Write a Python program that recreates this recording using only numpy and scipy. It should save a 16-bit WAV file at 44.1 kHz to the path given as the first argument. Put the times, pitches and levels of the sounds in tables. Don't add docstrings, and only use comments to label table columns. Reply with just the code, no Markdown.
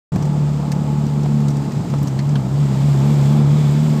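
import sys
import numpy as np
from scipy import signal
from scipy.fft import rfft, irfft
from scipy.io import wavfile

SR = 44100
rng = np.random.default_rng(int(sys.argv[2]) if len(sys.argv) > 2 else 0)


def dump_mix(stems):
    frames = np.atleast_2d(stems).T
    limited = np.clip(frames, -1, 1)
    pcm = np.round(limited * 32767).astype(np.int16)
    wavfile.write(sys.argv[1], SR, pcm)


N = 176400
TRIM_RISE_S = 0.0011


def from_db(db):
    return 10 ** (np.asarray(db) / 20)


def rms_one(x):
    return x / np.sqrt(np.mean(x ** 2) + 1e-20)


def in_time(rows):
    return np.interp(np.arange(N) / SR, *np.transpose(rows))


def drift(rate_hz):
    pole = np.exp(-2 * np.pi * rate_hz * 40 / SR)
    white = rng.standard_normal(N // 40 + 2002)
    slow = signal.lfilter([1], [1, -2 * pole, pole * pole], white)[2000:]
    return np.interp(np.arange(N) / 40, np.arange(len(slow)), rms_one(slow))


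def noise(colour):
    hz, db = np.transpose(colour)
    freqs = np.maximum(np.arange(N // 2 + 1) * SR / N, 1)
    gain = from_db(np.interp(np.log(freqs), np.log(hz), db)) / np.maximum(freqs / hz[-1], 1) ** 2
    return rms_one(irfft(rfft(rng.standard_normal(N)) * gain, N))


def bursts(rows, rise_s, hold_s, t60_s):
    t = np.arange(N) / SR
    envelope = 0
    for start, db in rows:
        attack = np.clip((t - start) / rise_s, 0, 1)
        decay_db = 60 * np.maximum(t - start - hold_s, 0) / t60_s
        envelope = envelope + attack * from_db(db - decay_db)
    return envelope


def engine_order(crank, order, waver_db, waver_rad):
    cabin_lag_rad, waver_hz = 0.78, 6.1
    offset = rng.uniform(0, 2 * np.pi) * (order > 8) - cabin_lag_rad
    phase = order * crank + offset + waver_rad * drift(waver_hz)
    return np.sqrt(2) * np.cos(phase) * from_db(waver_db * drift(waver_hz))


def engine(crank):
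    # time in seconds, relative level in dB.
    note_level = [(0.2, -36), (1.62, -34), (1.73, -50), (2.01, -33), (2.05, -45), (2.18, -36.5),
                  (2.68, -33.5), (3.97, -35)]
    boom_level = [(0.17, -19), (0.46, -15.5), (0.59, -20.5), (1.49, -15.5), (1.68, -22), (1.7, -30.5),
                  (1.78, -18), (1.8, -38), (1.84, -24), (1.87, -45), (1.91, -19), (1.97, -17.5),
                  (2.08, -21), (2.35, -14), (2.45, -23.5), (2.61, -12.5), (2.73, -19), (2.9, -11.5),
                  (2.96, -13.5), (3.57, -12), (3.91, -14.5), (3.99, -18.5)]
    throb_level = [(0.2, -28.5), (0.8, -28.5), (1.45, -42), (1.8, -30), (2.3, -40), (2.5, -44), (4.0, -32)]
    drone_level = [(0.17, -35), (0.22, -33), (0.41, -31), (1.41, -23), (1.85, -34.5), (2.48, -24.5),
                   (2.56, -37.5), (2.74, -22), (2.85, -34), (3.09, -20), (3.18, -24.5), (3.42, -17.5),
                   (3.49, -37.5), (3.54, -16.5), (3.58, -26.5), (3.97, -20.5)]
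    overtone_level = [(0.2, -35.5), (1.3, -34), (1.5, -29.5), (1.7, -34), (2.3, -35), (2.9, -34.5),
                      (3.15, -30), (3.45, -29), (3.7, -33), (4.0, -30)]
    # multiple of the crank rate, level in dB against their fader.
    weak_orders = [(3, -14), (7, -9), (8, -8), (9, -17.5), (10, -9.5), (11, -24), (12, -15.5), (13, -16.5),
                   (14, -17.5), (17, -24), (18, -20), (20, -23), (22, -19.5), (24, -20.5), (26, -26),
                   (30, -20.5)]
    note = from_db(in_time(note_level) - 1.9) * engine_order(crank, 2, waver_db=1.5, waver_rad=0.05)
    boom = from_db(in_time(boom_level) + 0.03) * engine_order(crank, 4, waver_db=0.16, waver_rad=0.02)
    throb = from_db(in_time(throb_level) - 1.5) * engine_order(crank, 5, waver_db=3.5, waver_rad=0.27)
    drone = from_db(in_time(drone_level) - 0.5) * engine_order(crank, 6, waver_db=1.37, waver_rad=0.23)
    overtones = sum(from_db(db) * engine_order(crank, order, waver_db=3, waver_rad=0.22)
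                    for order, db in weak_orders)
    return note + boom + throb + drone + from_db(in_time(overtone_level)) * overtones


def road_rumble(crank):
    # frequency in Hz, relative level in dB.
    body_colour = [(20, -29), (40, -17), (60, -13), (82, -18), (102, 5), (130, 2.5), (170, 6), (240, 2.5),
                   (290, -1.5), (350, -20.5), (600, -31.5)]
    tyre_colour = [(200, -36), (290, 10), (400, 5.5), (520, 2), (680, 3), (760, -2.5), (840, 1), (960, -2),
                   (1100, -4.5), (1300, -5), (1550, -17), (2500, -37)]
    # time in seconds, relative level in dB.
    tyre_level = [(0.3, -31), (1.29, -31.5), (2.25, -31.5), (2.92, -29), (3.09, -26.5), (3.26, -27.5),
                  (3.64, -28.5), (4.0, -30.5)]
    body = from_db(-28 + 1.1 * drift(rate_hz=7.2)) * noise(body_colour)
    tyres = from_db(in_time(tyre_level) - 3 + drift(rate_hz=30)) * noise(tyre_colour)
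    return body + tyres * (1 + 0.12 * np.sin(crank))


def suspension_thumps():
    # start in seconds, level in dB.
    hits = [(0.135, -20), (1.758, -16), (2.005, -20.5)]
    # frequency in Hz, relative level in dB.
    colour = [(25, -42), (60, -11), (100, 12), (170, 17), (250, -14.5), (400, -7.5), (1000, -60.5)]
    return noise(colour) * bursts(hits, rise_s=0.015, hold_s=0.034, t60_s=0.21)


def panel_knocks():
    # start in seconds, level in dB.
    hits = [(0.158, -29.5), (1.256, -26), (1.937, -22.5), (2.355, -29.5)]
    # frequency in Hz, relative level in dB.
    colour = [(200, -5), (500, 1.5), (950, 4.5), (1200, -5.5), (1500, -12), (2200, -19), (6000, -28),
              (10000, -40)]
    return noise(colour) * bursts(hits, rise_s=0.0014, hold_s=0.005, t60_s=0.04)


def loose_part_clacks():
    # start in seconds, level of the ring in dB, low and high resonance in Hz.
    hits = [(2.189, -31, 2030, 4250), (2.355, -31, 1510, 3250)]
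    # frequency in Hz, relative level in dB.
    chatter_colour = [(700, -20), (1400, 4.5), (3000, 3.5), (6500, 0), (9000, -8), (15000, -28)]
    ring_width_hz, chatter_db = 250, -4.5
    out = 0
    for start, db, low_hz, high_hz in hits:
        chatter = noise(chatter_colour)
        rings = sum(signal.lfilter(*signal.iirpeak(hz, hz / ring_width_hz, fs=SR), chatter)
                    for hz in (low_hz, high_hz))
        envelope = bursts([(start, db)], TRIM_RISE_S, hold_s=0.0028, t60_s=0.054)
        out = out + (rms_one(rings) + from_db(chatter_db) * chatter) * envelope
    return out


def trim_ticks():
    # start in seconds, then the levels of mids, treble and top in dB.
    hits = [(0.157, -40, -40.5, -48), (0.252, -50, -43, -52), (0.717, -33.5, -31, -42),
            (1.231, -50, -43.5, -54), (1.404, -48, -44, -52), (1.482, -45, -36, -51),
            (1.567, -54, -40, -56), (1.718, -44, -42.5, -51), (1.901, -47, -45, -54),
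            (1.983, -48, -45, -54), (2.027, -45, -43, -43), (2.071, -46, -38, -50)]
    # low edge in Hz, high edge in Hz.
    bands = [(1400, 2470), (4000, 7440), (9000, 20000)]
    starts, *band_levels = np.transpose(hits)
    out = 0
    for edges, levels in zip(bands, band_levels):
        bandpass = signal.butter(2, edges, "band", fs=SR, output="sos")
        band = rms_one(signal.sosfilt(bandpass, rng.standard_normal(N)))
        out = out + band * bursts(zip(starts, levels), TRIM_RISE_S, hold_s=0.004, t60_s=0.045)
    return out


def small_part_clinks():
    # start in seconds, level in dB.
    hits = [(0.224, -37), (1.064, -41), (1.503, -40), (2.079, -36.5), (2.291, -39.5)]
    # frequency in Hz, relative level in dB.
    colour = [(3500, -14), (5200, -10), (5850, -2), (6500, -10), (8000, -9.5), (10000, -31), (13000, -20),
              (16000, -35)]
    return noise(colour) * bursts(hits, TRIM_RISE_S, hold_s=0.0024, t60_s=0.049)


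def cabin_whine():
    # time in seconds, relative level in dB.
    level = [(0.15, -43), (0.27, -32), (0.5, -41.5), (0.8, -34.5), (1.2, -41), (2.6, -41.5), (3.3, -39),
             (4.0, -44)]
    # frequency in Hz, relative level in dB.
    colour = [(720, -23), (810, -4), (850, 6.5), (910, -2), (965, -20), (1100, -41)]
    return from_db(in_time(level) - 4.5 + 0.5 * drift(rate_hz=9)) * noise(colour)


def road_hiss(crank):
    # time in seconds, relative level in dB.
    hiss_level = [(0.3, -44), (1.0, -44), (1.8, -43), (2.5, -44.5), (2.64, -40.5), (3.0, -39.5),
                  (3.28, -38), (3.45, -41.5), (3.58, -39), (4.0, -39)]
    air_level = [(0.3, -62), (1.2, -59.5), (2.5, -59.5), (2.9, -54), (3.15, -53), (3.35, -52.5),
                 (3.45, -59), (3.58, -53.5), (4.0, -53.5)]
    # frequency in Hz, relative level in dB.
    hiss_colour = [(1000, -18), (1500, 2), (2200, 1), (2700, -0.5), (3400, -1.5), (4300, -2.5), (4950, -1),
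                   (5600, -5), (6400, -5), (7400, -1), (8300, -5.5), (9200, -14), (11000, -50)]
    air_colour = [(8000, -13), (9400, -3.5), (10800, -4.5), (13000, -1.5), (15200, -5.5), (18000, -10.5)]
    hiss = from_db(in_time(hiss_level) - 1) * noise(hiss_colour)
    air = from_db(in_time(air_level) + 0.5) * noise(air_colour)
    flicker = from_db(0.4 * drift(rate_hz=30))
    return (hiss + air) * flicker * (1 + 0.071 * np.sin(2 * crank))


def pull_away_rasp():
    # time in seconds, level in dB.
    level = [(2.4, -61), (2.7, -52), (3.3, -46), (3.45, -48.5), (3.6, -43.5), (4.0, -56)]
    # frequency in Hz, relative level in dB.
    colour = [(1500, -15), (2050, -5.5), (2300, 3), (2750, -11), (3400, 4), (3650, -2), (4000, -4),
              (5500, -22)]
    return from_db(in_time(level)) * noise(colour)


def scene():
    # time in seconds, firings per second.
    firing_rate = [(0.12, 73.7), (0.8, 72.5), (1.38, 72.4), (1.62, 70.8), (1.8, 71.8), (2.01, 70.3),
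                   (2.13, 65.9), (2.32, 73.8), (2.44, 63.3), (2.61, 73.3), (2.73, 65.5), (2.87, 72.7),
                   (2.99, 67.5), (3.12, 73.8), (3.23, 69.0), (3.36, 74), (3.47, 71), (3.59, 75.4),
                   (3.69, 71), (3.84, 77), (4.0, 73)]
    crank = np.pi * np.cumsum(in_time(firing_rate)) / SR
    bed = engine(crank) + road_rumble(crank) + road_hiss(crank) + cabin_whine() + pull_away_rasp()
    rattles = trim_ticks() + loose_part_clacks() + small_part_clinks() + panel_knocks()
    return (bed + rattles + suspension_thumps())[None]


def record(dry):
    start_s, fade_s, cutoff_hz = 0.119, 0.003, 15450
    fade_in = np.clip((np.arange(N) / SR - start_s) / fade_s, 0, 1)
    lowpass = signal.ellip(12, 0.1, 80, cutoff_hz, fs=SR, output="sos")
    return signal.sosfilt(lowpass, dry * fade_in)


dry = scene()
out = record(dry)
dump_mix(out)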